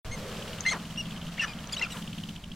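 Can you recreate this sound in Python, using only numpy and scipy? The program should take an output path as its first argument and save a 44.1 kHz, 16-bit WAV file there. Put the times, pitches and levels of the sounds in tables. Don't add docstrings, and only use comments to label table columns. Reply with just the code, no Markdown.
import sys
import numpy as np
from scipy import signal
from scipy.fft import rfft, irfft, next_fast_len
from scipy.io import wavfile
from scipy.ndimage import uniform_filter1d, map_coordinates

SR = 44100
rng = np.random.default_rng(int(sys.argv[2]) if len(sys.argv) > 2 else 0)


def write(x):
    x = np.atleast_2d(x).T
    wavfile.write(sys.argv[1], SR, np.round(np.clip(x, -1, 1) * 32767).astype(np.int16))


N = 112454
T = np.arange(N) / SR

# freq_hz, left_right_correlation
CORRELATION = [(300, 1), (2500, 0.917), (5500, 0.55), (10000, 0.014)]
# freq_hz, level_db
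WIND_SPECTRUM = [(35, -5), (130, -5), (400, -26.5)]
# time_s, crackle_db, brush_db
GRASS_LEVELS = [(.1, -49, -47), (.35, -44, -46.5), (1.0, -48.5, -52), (1.9, -49, -49), (2.28, -49, -70),
                (2.4, -54, -58)]
# freq_hz, level_db
CRACKLE_SPECTRUM = [(800, 0), (2000, -3.5), (3100, -1), (7000, -7.5), (15500, -18)]
# freq_hz, level_db
BRUSH_SPECTRUM = [(420, -10), (640, -1.5), (780, -8), (1200, -5), (4000, -19)]
# first_s, last_s, step_count, click_db, thump_db
STEP_RUNS = [(.062, 0.283, 5, -49, -39), (0.314, 0.692, 8, -42.5, -35), (0.744, 1.279, 11, -43.5, -33),
             (1.054, 1.905, 17, -41.5, -36.5), (1.968, 2.288, 7, -38.5, -32.5),
             (2.36, 2.516, 3, -42, -35.5)]
# time_s, level_db
HEAVY_STEPS = [(.174, -31.5), (.366, -31.5), (1.126, -31), (1.555, -31), (1.607, -33), (2.082, -30),
               (2.181, -29.5), (2.29, -29.5), (2.461, -36)]
# freq_hz, level_db
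TURF_MODES = [(170, 0), (208, -1.5), (283, -13)]
# freq_hz, level_db
QUILL_SPECTRUM = [(1900, -21.5), (3050, 8.5), (4300, -14.5), (7000, -18), (15000, -37)]
# start_s, length_s, first_hz, last_hz, level_db, harmonic2_db, harmonic3_db
PEEP_NOTES = [(.113, 0.043, 2044, 2025, -44, -7.5, -3), (.975, 0.039, 2730, 2703, -33, -9.5, -23.5)]
# peak_s, half_width_s, centre_hz, half_width_oct, level_db
RUSHES = [(0.34, 0.23, 495, 0.36, -45), (1.972, 0.07, 7400, 0.83, -51)]
# start_s, level_db, relative_ring_db
TICK_HITS = [(.607, -31, -10), (1.673, -38, -31), (1.822, -32, -22)]
# freq_hz, level_db
TICK_SPECTRUM = [(3000, -29), (4300, 2), (5400, -4), (6500, 16), (7600, -18)]
# start_s, length_s, first_hz, last_hz, level_db, harmonic2_db, harmonic3_db
SQUEAL_NOTES = [ (.652, 0.013, 1746, 1860, -34, -32, -33), (.653, 0.013, 2650, 2840, -42, -22, -31),
                (.662, .034, 2035, 2047, -23.5, -11, -17.5), (.684, 0.019, 3200, 3430, -36, -2, -23),
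                (.699, 0.025, 1953, 2160, -36.5, -1, -4), (.722, .017, 2200, 1774, -35.5, -11, -6.5),
                (1.380, 0.01, 1770, 2340, -36, -25, -31), (1.395, 0.018, 2770, 2617, -26, -34, -43),
                (1.412, 0.041, 2794, 2907, -38, -5.5, -22), (1.412, 0.025, 2720, 2450, -34, -9.5, -19),
                (1.415, 0.036, 1804, 1686, -32.5, -32, -21), (1.436, 0.018, 1378, 1253, -36, -20, -32),
                (1.472, 0.053, 2436, 2360, -46.5, -7, -18), (1.724, .010, 2290, 2465, -45.5, 12, 7.5),
                (1.734, .007, 3390, 3300, -31.5, -15, -24), (1.740, 0.015, 2280, 2070, -52, 8, 6),
                (1.766, 0.0071, 2740, 3020, -32.5, -12.5, -26), (1.776, 0.014, 3800, 3880, -36.5, -16, -29),
                (1.792, .008, 2770, 2560, -39.5, -2.5, -15), (1.814, 0.0091, 1970, 2090, -31, -14, -31),
                (1.823, 0.016, 2730, 2640, -25.5, -21.5, -35), (1.840, 0.014, 2503, 2370, -35.5, -11, -24),
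                (1.858, .013, 1380, 1320, -39.5, -25, -31), (1.904, 0.023, 2780, 2820, -45.5, -6, -10),
                (1.918, 0.019, 3970, 3660, -46, -4, -16)]
# start_s, length_s, first_hz, target_hz, level_db
RASP_NOTES = [(0.71, 0.079, 864, 305.2, -37.5), (1.437, 0.085, 903, 330.5, -49.5),
              (1.798, 0.064, 555.6, 334, -47), (1.934, 0.086, 796.6, 339.8, -47)]
# freq_hz, gain_db
THROAT_RESPONSE = [(650, -1.5), (1000, 4), (1400, 2.5), (2200, -6.5)]


def amp(db):
    return 10 ** (np.asarray(db) / 20)


def unit_rms(x):
    return x / np.sqrt(np.mean(x ** 2) + 1e-20)


def moving_rms(x, samples):
    return np.sqrt(np.abs(uniform_filter1d(x ** 2, size=samples)))


def log_interp(points, hz):
    freqs_hz, values = np.transpose(points)
    return np.interp(np.log(hz + 1), np.log(freqs_hz + 1), values)


def filtered(x, response):
    size = next_fast_len(N + SR // 2)
    return irfft(rfft(x, size) * response(np.fft.rfftfreq(size, 1 / SR)), size)[..., :N]


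def wobble(rate_hz, t=T):
    return map_coordinates(rng.standard_normal(SR // 10), [t * rate_hz], mode='wrap')


def noise(spectrum):
    def response(hz):
        colour = amp(log_interp(spectrum, hz)) / np.maximum(1, hz / spectrum[-1][0]) ** 2
        angle = np.arccos(np.clip(log_interp(CORRELATION, hz), -1, 1)) / 2
        return colour * [np.cos(angle), np.sin(angle)]
    mid, side = filtered(rng.standard_normal((2, N)), response)
    return unit_rms(np.array([mid + side, mid - side]))


def wind(level_db=-47, gust_db=8.0, gust_s=0.26):
    return amp(level_db + gust_db * np.exp(-(T / gust_s) ** 2) + wobble(3.58)) * noise(WIND_SPECTRUM)


def grass():
    time_s, crackle_db, brush_db = np.transpose(GRASS_LEVELS)
    grain = unit_rms(amp(wobble(410) + wobble(30.59)) * noise(CRACKLE_SPECTRUM))
    crackle = amp(np.interp(T, time_s, crackle_db)) * grain
    brush = amp(np.interp(T, time_s, brush_db) + wobble(23.65)) * noise(BRUSH_SPECTRUM)
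    return crackle + brush


def footfalls(rise_s=0.0048, decay_s=0.027, lead_s=0.00604, detune=0.014):
    steps = list(HEAVY_STEPS)
    for first_s, last_s, count, _, thump_db in STEP_RUNS:
        for step_s in np.linspace(first_s, last_s, count):
            if all(abs(step_s - heavy_s) > decay_s for heavy_s, _ in HEAVY_STEPS):
                steps.append((step_s, thump_db + rng.standard_normal()))
    out = np.zeros(N)
    for step_s, level_db in steps:
        span = (T > step_s - lead_s) & (T < step_s + 0.1)
        t = T[span] - step_s + lead_s
        tuning = 1 + detune * rng.standard_normal()
        ring = sum(amp(db) * np.sin(2 * np.pi * hz * tuning * t) for hz, db in TURF_MODES)
        envelope = (1 - np.exp(-(t / rise_s) ** 2)) * np.exp(-t / decay_s)
        out[span] += amp(level_db) * envelope * ring
    return out


def tail_quills(click_s=0.0038, rebound_s=0.018, rebound_db=-10.5):
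    envelope = np.zeros(N)
    for first_s, last_s, count, click_db, _ in STEP_RUNS:
        for step_s in np.linspace(first_s, last_s, count):
            snap_db = click_db + rng.standard_normal()
            for start_s, db in ((step_s, snap_db), (step_s + rebound_s, snap_db + rebound_db)):
                envelope += amp(db) * np.exp(-((T - start_s) / click_s - 1) ** 2)
    rattle = noise(QUILL_SPECTRUM)
    return envelope * rattle / moving_rms(rattle[0], samples=300)


def syrinx(notes, arch, jitter_rad, shimmer_db, edge_s, rolloff_db):
    out = np.zeros(N)
    loudest_db = max(note[4] for note in notes)
    for start_s, length_s, first_hz, last_hz, level_db, second_db, third_db in notes:
        span = (T >= start_s - edge_s / 2) & (T < start_s + length_s + edge_s / 2)
        t = T[span] - start_s
        progress = t / length_s
        hoarseness = 1 - amp(level_db - loudest_db - 3.5)
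        glide_hz = first_hz + (last_hz - first_hz) * progress
        pitch_hz = glide_hz * (1 + arch * (1 - (2 * progress - 1) ** 2))
        jitter = hoarseness * jitter_rad * (wobble(400, t) + wobble(2400, t) / 2)
        phase = 2 * np.pi * np.cumsum(pitch_hz) / SR + jitter
        gate = np.sin(np.pi / 2 * np.clip(np.minimum(t, length_s - t) / edge_s + .5, 0, 1)) ** 2
        harmonics_db = [0, second_db, third_db, third_db + rolloff_db, third_db + 2 * rolloff_db]
        tone = sum(amp(db) * np.sin(h * phase) for h, db in enumerate(harmonics_db, 1))
        gain = np.sqrt(2) * amp(level_db + shimmer_db * hoarseness * wobble(500, t))
        out[span] += gain * gate * tone
    return out


def rushes():
    out = np.zeros((2, N))
    for peak_s, half_width_s, centre_hz, half_width_oct, level_db in RUSHES:
        band = [(centre_hz * 2 ** (half_width_oct * k), -6 * k * k) for k in range(-3, 4)]
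        out += amp(level_db) * np.exp(-((T - peak_s) / half_width_s) ** 2) * noise(band)
    return out


def ticks(crack_s=0.00062, ring_s=0.013):
    envelope = np.zeros(N)
    for start_s, level_db, ring_db in TICK_HITS:
        t = np.maximum(T - start_s, 0)
        crack = t / crack_s * np.exp(1 - t / crack_s)
        ring = amp(ring_db) * (t > 0) * np.exp(-t / ring_s)
        envelope += amp(level_db) * (crack + ring)
    return envelope * noise(TICK_SPECTRUM)


def breath(cries, gain_db=-29.0):
    hiss = noise([(700, -6), (2500, 7.5), (6500, -4.5), (10000, -23)])
    return amp(gain_db) * np.sqrt(moving_rms(cries, samples=400)) * hiss


def rasps(sag_s=.028, jitter_rad=0.89, flutter_hz=260):
    out = np.zeros(N)
    for start_s, length_s, first_hz, target_hz, level_db in RASP_NOTES:
        span = (T >= start_s) & (T < start_s + length_s)
        t = T[span] - start_s
        pitch_hz = target_hz + (first_hz - target_hz) * np.exp(-t / sag_s)
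        phase = 2 * np.pi * np.cumsum(pitch_hz) / SR
        envelope = amp(level_db) * np.sin(np.pi * np.sqrt(t / length_s))
        for h in range(1, 6):
            throat = amp(log_interp(THROAT_RESPONSE, h * pitch_hz))
            jitter = jitter_rad * np.sqrt(h) * wobble(flutter_hz, t)
            out[span] += envelope * throat * np.sin(h * phase + jitter)
    return out


def field_scatter(calls, gain_db=-16, t60_s=.14, stereo_above_hz=2000):
    t = T[:SR // 3]
    tail = rng.standard_normal((2, len(t))) * amp(-60 * t / t60_s)
    mid, side = signal.fftconvolve(calls[None], tail / np.linalg.norm(tail[0]), axes=1)[:, :N]
    side = filtered(side, lambda hz: hz / (hz + stereo_above_hz))
    return amp(gain_db) * np.array([mid + side, mid - side])


def scene(pan_db=0.86):
    peeps = syrinx(PEEP_NOTES, arch=0.0623, jitter_rad=0.17, shimmer_db=0.92, edge_s=.012, rolloff_db=-10)
    cries = syrinx(SQUEAL_NOTES, arch=0.0241, jitter_rad=0.32, shimmer_db=2.9, edge_s=.006,
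                   rolloff_db=-9.5)
    calls = peeps + cries + rasps()
    voices = (calls + field_scatter(calls)) * amp([[pan_db], [-pan_db]]) + breath(cries)
    return wind() + grass() + footfalls() + tail_quills() + voices + rushes() + ticks()


def record(dry, start_s=.047, cutoff_hz=15850):
    return filtered(dry * (T > start_s), lambda hz: hz < cutoff_hz)


dry = scene()
out = record(dry)
write(out)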